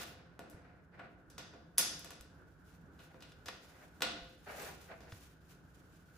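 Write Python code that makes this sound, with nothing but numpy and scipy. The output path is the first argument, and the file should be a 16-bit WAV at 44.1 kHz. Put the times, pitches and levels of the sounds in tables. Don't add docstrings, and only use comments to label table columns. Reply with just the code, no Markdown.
import sys
import numpy as np
from scipy import signal
from scipy.fft import rfft, irfft, next_fast_len
from scipy.io import wavfile
from scipy.ndimage import uniform_filter1d

SR = 44100
rng = np.random.default_rng(int(sys.argv[2]) if len(sys.argv) > 2 else 0)


def materialize(psi):
    bounded = np.clip(np.atleast_2d(psi).T, -1, 1)
    quanta = np.round(bounded * 32767).astype(np.int16)
    wavfile.write(sys.argv[1], SR, quanta)


N = 272317
TIME = np.arange(N) / SR

# start_s, contact_decay_ms, level_db, brightness_db_per_octave, socket_share (0 body, 1 socket), room_db
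KNOCKS_AND_CLICKS = [ (-.035, 3.4, -14.5, -0.6, 0.27, 7.5), (.392, 1.1, -15.5, -5.5, 0.27, -2.5),
                     (.499, 0.54, -41, 3, 0.5, 4.5), (0.992, 9.1, -12, -1, 0, -3),
                     (1.3, 2.8, -36.5, 4, 0.76, 2.5), (1.38, 3.37, -13, -0.2, 0.76, 1),
                     (1.536, 3, -26.5, -6, .2, 2), (1.776, 4.5, -18, 6, 0.94, 11.5),
                     (1.7815, 0.77, -4.5, 2, 1, 6.5), (1.992, 2, -29, 3.5, 0.7, -1),
                     (2.045, 1.9, -19.5, -1, 0.35, 1.5), (2.105, 1.8, -19, -1.8, 0.6, 2),
                     (2.209, 1.55, -27.5, 0.7, 0.3, -3.5), (2.99, 4.3, -26, -1, .1, 2),
                     (3.143, 2.7, -28, -8, 0.5, -1.5), (3.205, 3.7, -27, 0, .8, -1),
                     (3.222, 4.7, -21.5, 3, 0.26, 0), (3.318, 5.3, -26.5, 3, 0.6, -7),
                     (3.458, 3.1, -18, 0, 0.9, 4.5), (3.483, 4.94, -4.5, 0.55, 0.66, -6),
                     (4.006, 1.9, -16, -4.5, 0.2, 0.5), (4.0194, 3.88, 2.8, 1.1, 0.16, -1),
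                     (4.6182, 0.92, -29, 2, 0, 6), (5.005, 2.8, -27, -3.5, 1, 4),
                     (5.12, 5.7, -14.5, 0.3, 0.84, -21), ]
# frequency_hz, gain_db
STEEL_COLOUR = [(40, -37.5), (170, -10.5), (300, -0.5), (390, -5.5), (560, -1), (720, -2), (1000, -0.5),
                (1450, 2), (2200, -4), (3000, -6), (4300, -3), (5600, -1.5), (8000, -2), (9300, 1),
                (14000, 1.5)]
# low_hz, pivot_hz, high_hz
BRIGHTNESS_BAND = (360, 1590, 10000)
# pitch_hz, gain_db, t60_s
SOCKET_MODES = [ (1870, 5, .15), (3730, 3, .35), (4968, 4, .4), (5011, 10, .6), (5668, 4, .35),
                (5945, 9, .5), (6057, 3, .3), (10034, 11, .35), (10737, 7, .25), (11339, 10, .17),
                (13880, 9, .2), (3480, 3.5, 0.031), (4670, -4, 0.012), (5125, 3, 0.0089), (6000, 2.5, .016),
                (6640, 2.5, 0.008), (8040, -6, 0.048), (10400, 2, .026), (14000, 2, .014), ]
# pitch_hz, gain_db, t60_s
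BODY_MODES = [ (516, 15, .55), (693, 14.5, .5), (1735, 5, .3), (2783, 4, .4), (2846, 7, .4),
              (747.4, -3.5, 0.03), (1120, -5, .025), (1455, 2.5, .04), (1993, -5, .016), (2560, 1.5, 0.012),
              (2933, -1, 0.011), (3487, 0, 0.0071), (4020, -2.5, 0.0064), (7800, 6.5, .022),
              (10430, -1, .026), (13650, 4.5, .014), ]

# start_s, length_s, level_db
RUBS_AND_SCUFFS = [(0, .8, -68.5), (0.916, .14, -57.5), (2.991, 0.23, -70), (3.665, .17, -64),
                   (4.458, 0.23, -48), (4.875, 0.052, -54.5), (5.006, 0.09, -63)]
# frequency_hz, gain_db
RUB_COLOUR = [(100, -20), (250, -1.5), (370, 1), (480, 5.5), (750, 6), (1100, -1.5), (1500, 5), (2400, -3),
              (3300, -15), (4500, -16), (7000, -31), (15000, -42.5)]
# middle_s, width_s, level_db
HISS_SWELLS = [(0, 0.16, -50.5), (2.71, 0.1, -69), (3.031, .08, -68), (3.718, 0.27, -68),
               (4.613, 0.22, -52.5), (4.822, 0.11, -62.5), (5.197, 0.17, -62.5), (5.519, 0.12, -68),
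               (5.779, 0.056, -71), (5.95, 0.073, -68), (6.065, 0.027, -72), (6.17, 0.044, -67)]
# time_s, level_db
CLOTH_STIRRING = [(1.0, -90), (2.6, -81.5), (4.0, -74), (5.0, -73.5), (5.35, -81.5), (6.17, -75)]
# frequency_hz, gain_db
HISS_COLOUR = [(200, -6), (1000, 4), (2500, 3.5), (4500, 1), (7000, 1.5), (8700, -5), (10500, 2),
               (12200, -21.5), (14000, 6), (16000, -20.5)]
# frequency_hz, gain_db
HUM_COLOUR = [(22, -31.5), (48, -4.5), (72, -0.5), (130, -6), (170, 0.5), (205, -13), (280, -8), (400, -14),
              (650, -19), (950, -22.5), (1250, -21.5), (1480, -12.5), (2000, -31.5), (4000, -45.5),
              (15000, -58)]
# start_s, level_db, pitch_hz, t60_s
FOOTFALLS = [(0.544, -42, 108, 0.06), (2.201, -52, 54.4, 0.16), (2.839, -47.5, 200, 0.022),
             (4.22, -48.5, 52.4, 0.24), (5.126, -40, 106, 0.066)]
PING_HZ = 10430
# start_s, level_db, pitch_hz, t60_s
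PINGS = [(1.7816, -14, PING_HZ, .026)]

# frequency_hz, t60_s
GARAGE_DECAY = [(150, 1.14), (700, 0.62), (2000, 0.63), (5000, 0.6241), (8000, 0.4136), (14000, 0.13)]
# frequency_hz, gain_db
GARAGE_COLOUR = [(100, 9), (500, 5), (1200, -1), (3000, 2.5), (5200, -1), (7500, -2), (10500, 0),
                 (14000, -3.5)]
# frequency_hz, correlation
STEREO_LIKENESS = [(60, 0.95), (300, .8), (700, 0.68), (1500, 0.25), (4000, 0.11), (14000, 0.047)]


def from_db(db):
    return 10 ** (np.asarray(db) / 20)


def unit_rms(x):
    return x / np.sqrt(np.mean(x ** 2) + 1e-20)


def at_hz(points, hz):
    known_hz, values = np.transpose(points)
    return np.interp(np.log(np.maximum(hz, 1)), np.log(known_hz), values)


def flicker(per_s):
    return np.interp(TIME * per_s, np.arange(N // 10), rng.standard_normal(N // 10))


def add(out, start_s, sound):
    start = round(start_s * SR)
    part = sound[:, max(-start, 0):N - start]
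    out[:, max(start, 0):max(start, 0) + part.shape[1]] += part


def diffuse_noise(colour, size):
    white = rng.standard_normal((2, 2 * next_fast_len(size // 2 + 1)))
    hz = np.fft.rfftfreq(white.shape[1], 1 / SR)
    mid, side = rfft(white)
    alike = np.clip(at_hz(STEREO_LIKENESS, hz), 0, 1)
    pair = np.sqrt((1 + alike) / 2) * mid + np.sqrt((1 - alike) / 2) * side * [[1], [-1]]
    return irfft(pair * from_db(at_hz(colour, hz)))[:, :size]


def minimum_phase(gain_db):
    cepstrum = irfft(np.log(from_db(gain_db)))
    half = len(cepstrum) // 2
    cepstrum[1:half] *= 2
    cepstrum[half + 1:] = 0
    return irfft(np.exp(rfft(cepstrum)))


def mode_bank(modes, size=32768):
    click, spectra = signal.unit_impulse(size), []
    for pitch_hz, gain_db, t60_s in modes:
        radius = from_db(-60 / (t60_s * SR))
        zeros = np.array([1, 0, -1]) * (1 - radius ** 2) / 2
        poles = [1, -2 * radius * np.cos(2 * np.pi * pitch_hz / SR), radius ** 2]
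        spectra.append(from_db(gain_db) * rfft(signal.lfilter(zeros, poles, click)))
    return np.array(spectra)


def blow_colour(hz, contact_ms, brightness, corner_hz_ms=17200, dulling_db_per_octave=14.5):
    low_hz, pivot_hz, high_hz = BRIGHTNESS_BAND
    hz = np.clip(hz, low_hz, high_hz)
    octaves_past_corner = np.log2(1 + (hz * contact_ms / corner_hz_ms) ** 6) / 6
    return brightness * np.log2(hz / pivot_hz) - dulling_db_per_octave * octaves_past_corner


def steel_ring(contact_ms, brightness, socket_share, socket, body, crack_db=-3, scatter_db=2, size=32768):
    hz = np.fft.rfftfreq(size, 1 / SR)
    crack = minimum_phase(at_hz(STEEL_COLOUR, hz) + blow_colour(hz, contact_ms, brightness))
    body_share = 1 - socket_share + 0.21 * socket_share
    modes = np.vstack([socket_share * socket, body_share * body])
    strengths = from_db(scatter_db * rng.standard_normal(len(modes)))
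    return irfft(rfft(crack) * (from_db(crack_db) + strengths @ modes))


def chatter(contact_ms, rise_ms=1.0, grit_db=2, size=2048):
    ms = 1000 * np.arange(size) / SR
    envelope = (1 - np.exp(-ms / rise_ms)) * np.exp(-ms / contact_ms)
    force = rng.standard_normal(size) * from_db(grit_db * rng.standard_normal(size)) * envelope
    for _ in range(4):
        even = irfft(np.exp(1j * np.angle(rfft(force))))
        force = envelope * even / np.sqrt(uniform_filter1d(even ** 2, size=64) + 1e-12)
    return force / np.linalg.norm(force)


def knocks_and_clicks(room, pan_db=0.5, slab_db=-16, trim_db=-1):
    out = np.zeros((2, N))
    socket, body = mode_bank(SOCKET_MODES), mode_bank(BODY_MODES)
    for start_s, contact_ms, level_db, brightness, socket_share, room_db in KNOCKS_AND_CLICKS:
        ring = from_db(level_db) * steel_ring(contact_ms, brightness, socket_share, socket, body)
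        force = chatter(contact_ms)
        off_slab = from_db(slab_db) * chatter(2 * contact_ms)
        left, right = force + off_slab, np.roll(force, 1) - off_slab
        forces = np.array([left, right]) * from_db([[pan_db], [-pan_db]])
        add(out, start_s, signal.fftconvolve(ring[None], forces, axes=1))
        add(out, start_s, from_db(room_db) * signal.fftconvolve(ring[None], room, axes=1))
    return from_db(trim_db) * out


def garage(build_s=0.0045, early_db=-3, early_s=0.01, size=44100):
    t, hz = np.arange(size) / SR, np.fft.rfftfreq(size, 1 / SR)
    spectrum = rfft(diffuse_noise(GARAGE_COLOUR, size))
    bands_hz, decays_s = np.transpose(GARAGE_DECAY)
    tail = 0
    for t60_s, this_band in zip(decays_s, np.eye(len(bands_hz))):
        share = at_hz(np.column_stack([bands_hz, this_band]), hz)
        tail = tail + irfft(spectrum * share, size) * from_db(-60 * t / t60_s)
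    build_up = 1 - np.exp(-t / build_s)
    early_lift = 1 + from_db(early_db) * np.exp(-t / early_s)
    return from_db(-29.0) * tail * build_up * early_lift


def friction(gain, colour, room, grain_db, grains_per_s, catch_db, room_db):
    noise = diffuse_noise(colour, N)
    roughness = from_db(grain_db * flicker(grains_per_s) + catch_db * flicker(60))
    rub = gain * unit_rms(noise * roughness)
    return rub + from_db(room_db) * signal.fftconvolve(rub, room, axes=1)[:, :N]


def piston_rubs_and_shoe_scuffs(room, attack_s=0.017, release_s=0.024, swell_db=2.5):
    gain = 0
    for start_s, length_s, level_db in RUBS_AND_SCUFFS:
        age_s = TIME - start_s
        bite = np.clip(age_s / attack_s, 0, 1)
        swell = from_db(level_db + swell_db * (np.clip(age_s / length_s, 0, 1) - 1))
        release = np.exp(-np.maximum(age_s - length_s, 0) / release_s)
        gain = gain + bite * swell * release
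    return friction(gain, RUB_COLOUR, room, grain_db=-1, grains_per_s=140, catch_db=4.1, room_db=-9)


def cloth_and_sole_hiss(room):
    swells = [from_db(level_db) * 0.5 ** np.minimum((2 * (TIME - middle_s) / width_s) ** 2, 20)
              for middle_s, width_s, level_db in HISS_SWELLS]
    stirring = from_db(np.interp(TIME, *np.transpose(CLOTH_STIRRING)))
    gain = np.linalg.norm(swells + [stirring], axis=0)
    return friction(gain, HISS_COLOUR, room, grain_db=2, grains_per_s=1300, catch_db=3, room_db=-10)


def room_hum(level_db=-60.5, waver_db=1.48):
    return unit_rms(diffuse_noise(HUM_COLOUR, N)) * from_db(level_db + waver_db * flicker(8.7))


def damped_tones(rows):
    out, t = np.zeros((2, N)), np.arange(SR // 2) / SR
    for start_s, level_db, pitch_hz, t60_s in rows:
        tone = np.sin(2 * np.pi * pitch_hz * t) * from_db(level_db - 60 * t / t60_s)
        add(out, start_s, np.tile(tone, (2, 1)))
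    return out


def footfalls():
    return damped_tones(FOOTFALLS)


def rod_ping():
    return damped_tones(PINGS)


def scene():
    room = garage()
    rubs, hiss = piston_rubs_and_shoe_scuffs(room), cloth_and_sole_hiss(room)
    knocks = knocks_and_clicks(room) + rod_ping()
    lean_right = from_db([[-0.65], [0.65]])
    return knocks + rubs + hiss + (room_hum() + footfalls()) * lean_right


def record(dry, cutoff_hz=15500):
    return signal.sosfilt(signal.ellip(10, 0.1, 80, cutoff_hz, fs=SR, output="sos"), dry)


dry = scene()
out = record(dry)
materialize(out)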